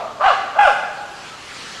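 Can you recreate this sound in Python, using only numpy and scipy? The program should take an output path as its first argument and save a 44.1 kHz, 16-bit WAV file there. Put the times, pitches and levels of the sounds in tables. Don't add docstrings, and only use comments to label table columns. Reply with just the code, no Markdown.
import sys
import numpy as np
from scipy import signal
from scipy.fft import rfft, irfft
from scipy.io import wavfile
from scipy.ndimage import uniform_filter1d, minimum_filter1d

SR = 44100
rng = np.random.default_rng(int(sys.argv[2]) if len(sys.argv) > 2 else 0)


def unload_wav(signal):
    wavfile.write(
        sys.argv[1],
        SR,
        np.round(np.clip(np.atleast_2d(signal).T, -1, 1) * 32767).astype(np.int16),
    )


N = 79380
T = np.arange(N) / SR


def amp(db):
    return 10 ** (np.asarray(db) / 20)


def unit(x):
    return x / np.sqrt(np.mean(x ** 2) + 1e-20)


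def read(points, hz):
    f, value = np.transpose(points)
    return np.interp(np.log(hz + 1), np.log(f), value)


def colour(x, points):
    size = 2 * N
    log_gain = np.log(amp(read(points, abs(np.fft.fftfreq(size, 1 / SR)))))
    response = np.exp(np.conj(signal.hilbert(log_gain)))[:N + 1]
    return irfft(rfft(x, size) * response)[..., :N]


def wobble(rate_hz):
    hz = np.fft.rfftfreq(N, 1 / SR)
    return unit(irfft(rfft(rng.standard_normal(N)) / (1 + (hz / rate_hz) ** 4), N))


# frequency in Hz, correlation from 0 to 1.
EAR_CORRELATION = [(30, 0.2), (60, 0.75), (125, 0.94), (300, 0.99), (2000, 1), (5000, 0.97), (9000, 0.9),
                   (12000, 0.3)]

def hiss(spectrum, patchy_db):
    frames, hz = N // 256 + 5, np.fft.rfftfreq(1024, 1 / SR)
    mid_re, mid_im, side_re, side_im, patches = rng.standard_normal((frames, 513, 5)).T
    patches = uniform_filter1d(patches, size=12, axis=0)
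    patches = unit(uniform_filter1d(patches, size=10, axis=1))
    correlation = np.clip(read(EAR_CORRELATION, hz), 0, 1)[:, None]
    mid = np.sqrt(1 + correlation) * (mid_re + 1j * mid_im)
    side = np.sqrt(1 - correlation) * (side_re + 1j * side_im)
    bands = np.array([mid + side, mid - side]) * amp(read(spectrum, hz)[:, None] + patchy_db * patches)
    return unit(signal.istft(bands, nperseg=1024, noverlap=768)[1][:, :N])


# frequency in Hz, relative spectral density in dB.
AIR_SPECTRUM = [(20, -20.5), (60, -6), (150, -2.5), (300, -3), (600, -4), (1200, -1), (2000, -16.5),
                (3000, -13.5), (4300, -17), (5200, -18.5), (7000, -21), (9500, -33), (12000, -30.5)]

def forest_air():
    return amp(-40) * hiss(AIR_SPECTRUM, patchy_db=0.5)


# frequency in Hz, relative spectral density in dB.
INSECT_SPECTRUM = [(200, -40), (450, -6), (650, -26), (1000, -10), (1350, 3.5), (2000, 1), (3000, 1.5),
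                   (3700, -2), (4400, -1), (5200, -5.5), (6500, -7), (8500, -12.5), (10000, -17.5),
                   (12000, -29)]
# time in seconds, level in dB.
INSECT_SWELL = [(0, -50), (.6, -46.5), (.95, -43), (1.1, -42.5), (1.27, -38), (1.38, -40), (1.5, -36.5),
                (1.62, -34.5), (1.73, -34), (1.8, -37)]

def insects():
    swell = amp(np.interp(T, *np.transpose(INSECT_SWELL)))
    return swell * hiss(INSECT_SPECTRUM, patchy_db=2.0)


# start in seconds, length in seconds, pitch in Hz, peak level in dB.
FAR_CALLS = [(1.293, 0.081, 1304, -37), (1.642, 0.086, 1316, -48), (1.762, 0.074, 1310, -34)]

def far_calls():
    out = np.zeros(N)
    for start, length, hz, db in FAR_CALLS:
        envelope = np.sin(np.pi * np.clip((T - start) / length, 0, 1))
        out += amp(db) * envelope * np.sin(2 * np.pi * hz * T + 0.25 * wobble(51))
    return out


# frequency in Hz, relative level in dB.
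EARLIER_SPECTRUM = [(300, -32), (520, -8.5), (670, 2), (800, -7), (1000, -7), (1250, -2), (1450, -16),
                    (2000, -21), (2800, -23.5), (4500, -29.5), (9000, -54)]

def earlier_hoot(pitch_hz=650, gain_db=-25.5, fade_db_per_s=67):
    smear = unit(colour(rng.standard_normal(N), EARLIER_SPECTRUM))
    tone = wobble(18) * np.sin(2 * np.pi * pitch_hz * T)
    return (smear + .5 * tone) * amp(gain_db - fade_db_per_s * T)


# start in seconds, level in dB before panning.
THUMPS = [(.262, -31), (.611, -38), (.652, -28)]

def microphone_thumps(rise_s=.0026, rebound_s=.03, rebound=.22, right_over_left_db=3):
    out = np.zeros(N)
    for start, db in THUMPS:
        age = np.maximum(T - start, 0)
        push = age / rise_s
        back = (age / rebound_s) ** 2 / 2
        out += amp(db) * (rebound * back * np.exp(1 - back) - push * np.exp(1 - push))
    return out * amp([[-right_over_left_db / 2], [right_over_left_db / 2]])


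# frequency in Hz, side level against middle in dB.
ECHO_WIDTH = [(400, -37), (700, -38.5), (1200, -36.5), (2500, -21), (5000, -17.5), (10000, -22.5)]

def scatter(t60, build_s):
    mid, side = rng.standard_normal((2, N))
    side = colour(side, ECHO_WIDTH)
    hz, t, bands = signal.stft(np.array([mid + side, mid - side]), SR, nperseg=256)
    decay = amp(-60 * t / read(t60, hz)[:, None])
    tail = signal.istft(bands * decay, SR, nperseg=256)[1][:, :N]
    tail *= 1 - np.exp(-T / build_s)
    return tail / np.linalg.norm(tail[0])


# frequency in Hz, relative gain in dB.
LEAF_COLOUR = [(400, -11), (800, 3.5), (1500, 4.5), (3000, 7.5), (10000, -0.5)]
TRUNK_COLOUR = [(300, 0), (600, -7), (820, -3.5), (1100, -6), (1600, 0.5), (2800, 2), (5000, 10.5),
                (10000, 12.5)]
# frequency in Hz, time to fall by 60 dB in seconds.
TRUNK_T60 = [(300, 1.4), (800, 1.29), (1500, 1.31), (2800, 1.05), (5000, 0.68), (10000, 0.58)]

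def forest(direct):
    leaves = amp(-8.5) * colour(scatter(t60=[(1000, .19)], build_s=.015), LEAF_COLOUR)
    trunks = amp(-6.5) * colour(scatter(TRUNK_T60, build_s=.025), TRUNK_COLOUR)
    return direct + signal.fftconvolve(direct[None], leaves + trunks, axes=1)[:, :N]


# relative levels in dB at 1.5, 2.5 and 3.5 times the pitch.
HALF_TONES_DB = [-19.5, 2, -7.5]

def vocal_folds(pitch, roughness, half_db, jitter=.02097, jitter_hz=165.7, db_per_octave=-5.5):
    hz = pitch * (1 + jitter * (.5 + 2 * roughness) * wobble(jitter_hz))
    phase = 2 * np.pi * np.cumsum(hz) / SR
    overtones = sum(amp(db_per_octave * np.log2(k)) * np.cos(k * phase) for k in range(2, 14))
    overtones *= amp(-.0252 * np.maximum(pitch - 690, 0))
    slipping_phase = phase + .39 * wobble(jitter_hz)
    half_tones = sum(amp(half_db + own_db) * np.cos((k + .5) * slipping_phase)
                     for k, own_db in enumerate(HALF_TONES_DB, 1))
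    voiced = np.cos(phase) + overtones + half_tones
    breath = colour(rng.standard_normal(N), [(300, -17.5), (650, -3), (1400, -5.5), (11200, -16.5)])
    rasp = amp(1.5) * unit(breath * (1 + .56 * np.cos(phase)))
    return np.sqrt(1 - roughness) * voiced + np.sqrt(roughness) * rasp


# time in seconds, pitch in Hz, source level in dB,
# roughness from 0 to 1, half-tone gain in dB, treble gain in dB.
FIRST_HOOT = [(.196, 550, -29, .35, -18, -14), (.2065, 570, -25, .35, -16, -13),
              (.209, 590, -15, .35, -14, -8), (.228, 630, -16, .6, -10, -4), (.241, 770, -12, .22, -8, -1),
              (.265, 808, -11, .15, -6, 1), (.29, 680, -10, .1, -15, 1), (.315, 530, -17.5, .2, -18, -1),
              (.342, 380, -28, .2, -18, -4)]
SECOND_HOOT = [(.551, 460, -29, .6, -18, -12), (.558, 600, -27, .5, -18, -12),
               (.561, 630, -17, .3, -18, -14), (.582, 700, -20, .55, -16, -13),
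               (.589, 818, -12, .04, -7, -2), (.613, 830, -11, .05, -8, 1), (.638, 790, -11.5, .07, -14, 2),
               (.656, 725, -11, .06, -22, 0), (.684, 560, -14, .12, -19, 1), (.71, 460, -23, .2, -18, -3),
               (.735, 370, -33, .3, -18, -4)]
# frequency in Hz, gain in dB.
FIRST_THROAT = [(200, -37.5), (400, -8.5), (600, -3), (800, 1.5), (950, 2), (1170, 10), (1380, 0.5),
                (1650, -0.5), (1830, -8), (2020, -11.5), (2550, -7.5), (2900, -4), (3150, -11.5),
                (4000, -14.5), (4450, -14.5), (4950, -22), (8000, -27), (12000, -47)]
SECOND_THROAT = [(200, -30.5), (400, -9), (580, 0), (830, 2.5), (950, 2), (1150, 0), (1450, 8.5),
                 (1680, 0.5), (1820, -18), (2050, -8), (2250, -13.5), (2650, 0), (3100, -11), (3500, -9),
                 (3950, -24.5), (5300, -17.5), (6300, -24.5), (9000, -23), (12000, -42)]

def hoot(course, throat, throb_crest_s, throb_hz=48, treble_hz=1490, edge_s=.0027):
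    times, *columns = np.transpose(course)
    pitch, db, roughness, half_db, treble_db = (np.interp(T, times, column) for column in columns)
    source = vocal_folds(pitch, np.clip(roughness, 0, 1), half_db)
    lows = signal.sosfiltfilt(signal.butter(4, treble_hz, fs=SR, output="sos"), source)
    source = lows + amp(treble_db) * (source - lows)
    onset = np.clip((T - times[0]) / edge_s + 1, 0, 1)
    release = np.clip((times[-1] - T) / edge_s + 1, 0, 1)
    effort = amp(db - db.max())
    throb_db = 3.5 * effort * np.cos(2 * np.pi * throb_hz * (T - throb_crest_s))
    shimmer_db = 1.2 * wobble(rate_hz=66)
    return colour(source * onset * release * amp(db + throb_db + shimmer_db), throat)


def scene():
    first = forest(hoot(FIRST_HOOT, FIRST_THROAT, throb_crest_s=.244))
    second = forest(hoot(SECOND_HOOT, SECOND_THROAT, throb_crest_s=.592))
    return first + second + earlier_hoot() + far_calls() + forest_air() + insects() + microphone_thumps()


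def record(dry, ceiling=.9, cutoff_hz=12400):
    gain = ceiling / np.maximum(abs(dry).max(0), ceiling)
    gain = uniform_filter1d(minimum_filter1d(gain, size=300), size=300)
    low_pass = signal.firwin(511, cutoff_hz, window=("kaiser", 9), fs=SR)
    return signal.oaconvolve(dry * gain, low_pass[None], "same")


dry = scene()
out = record(dry)
unload_wav(out)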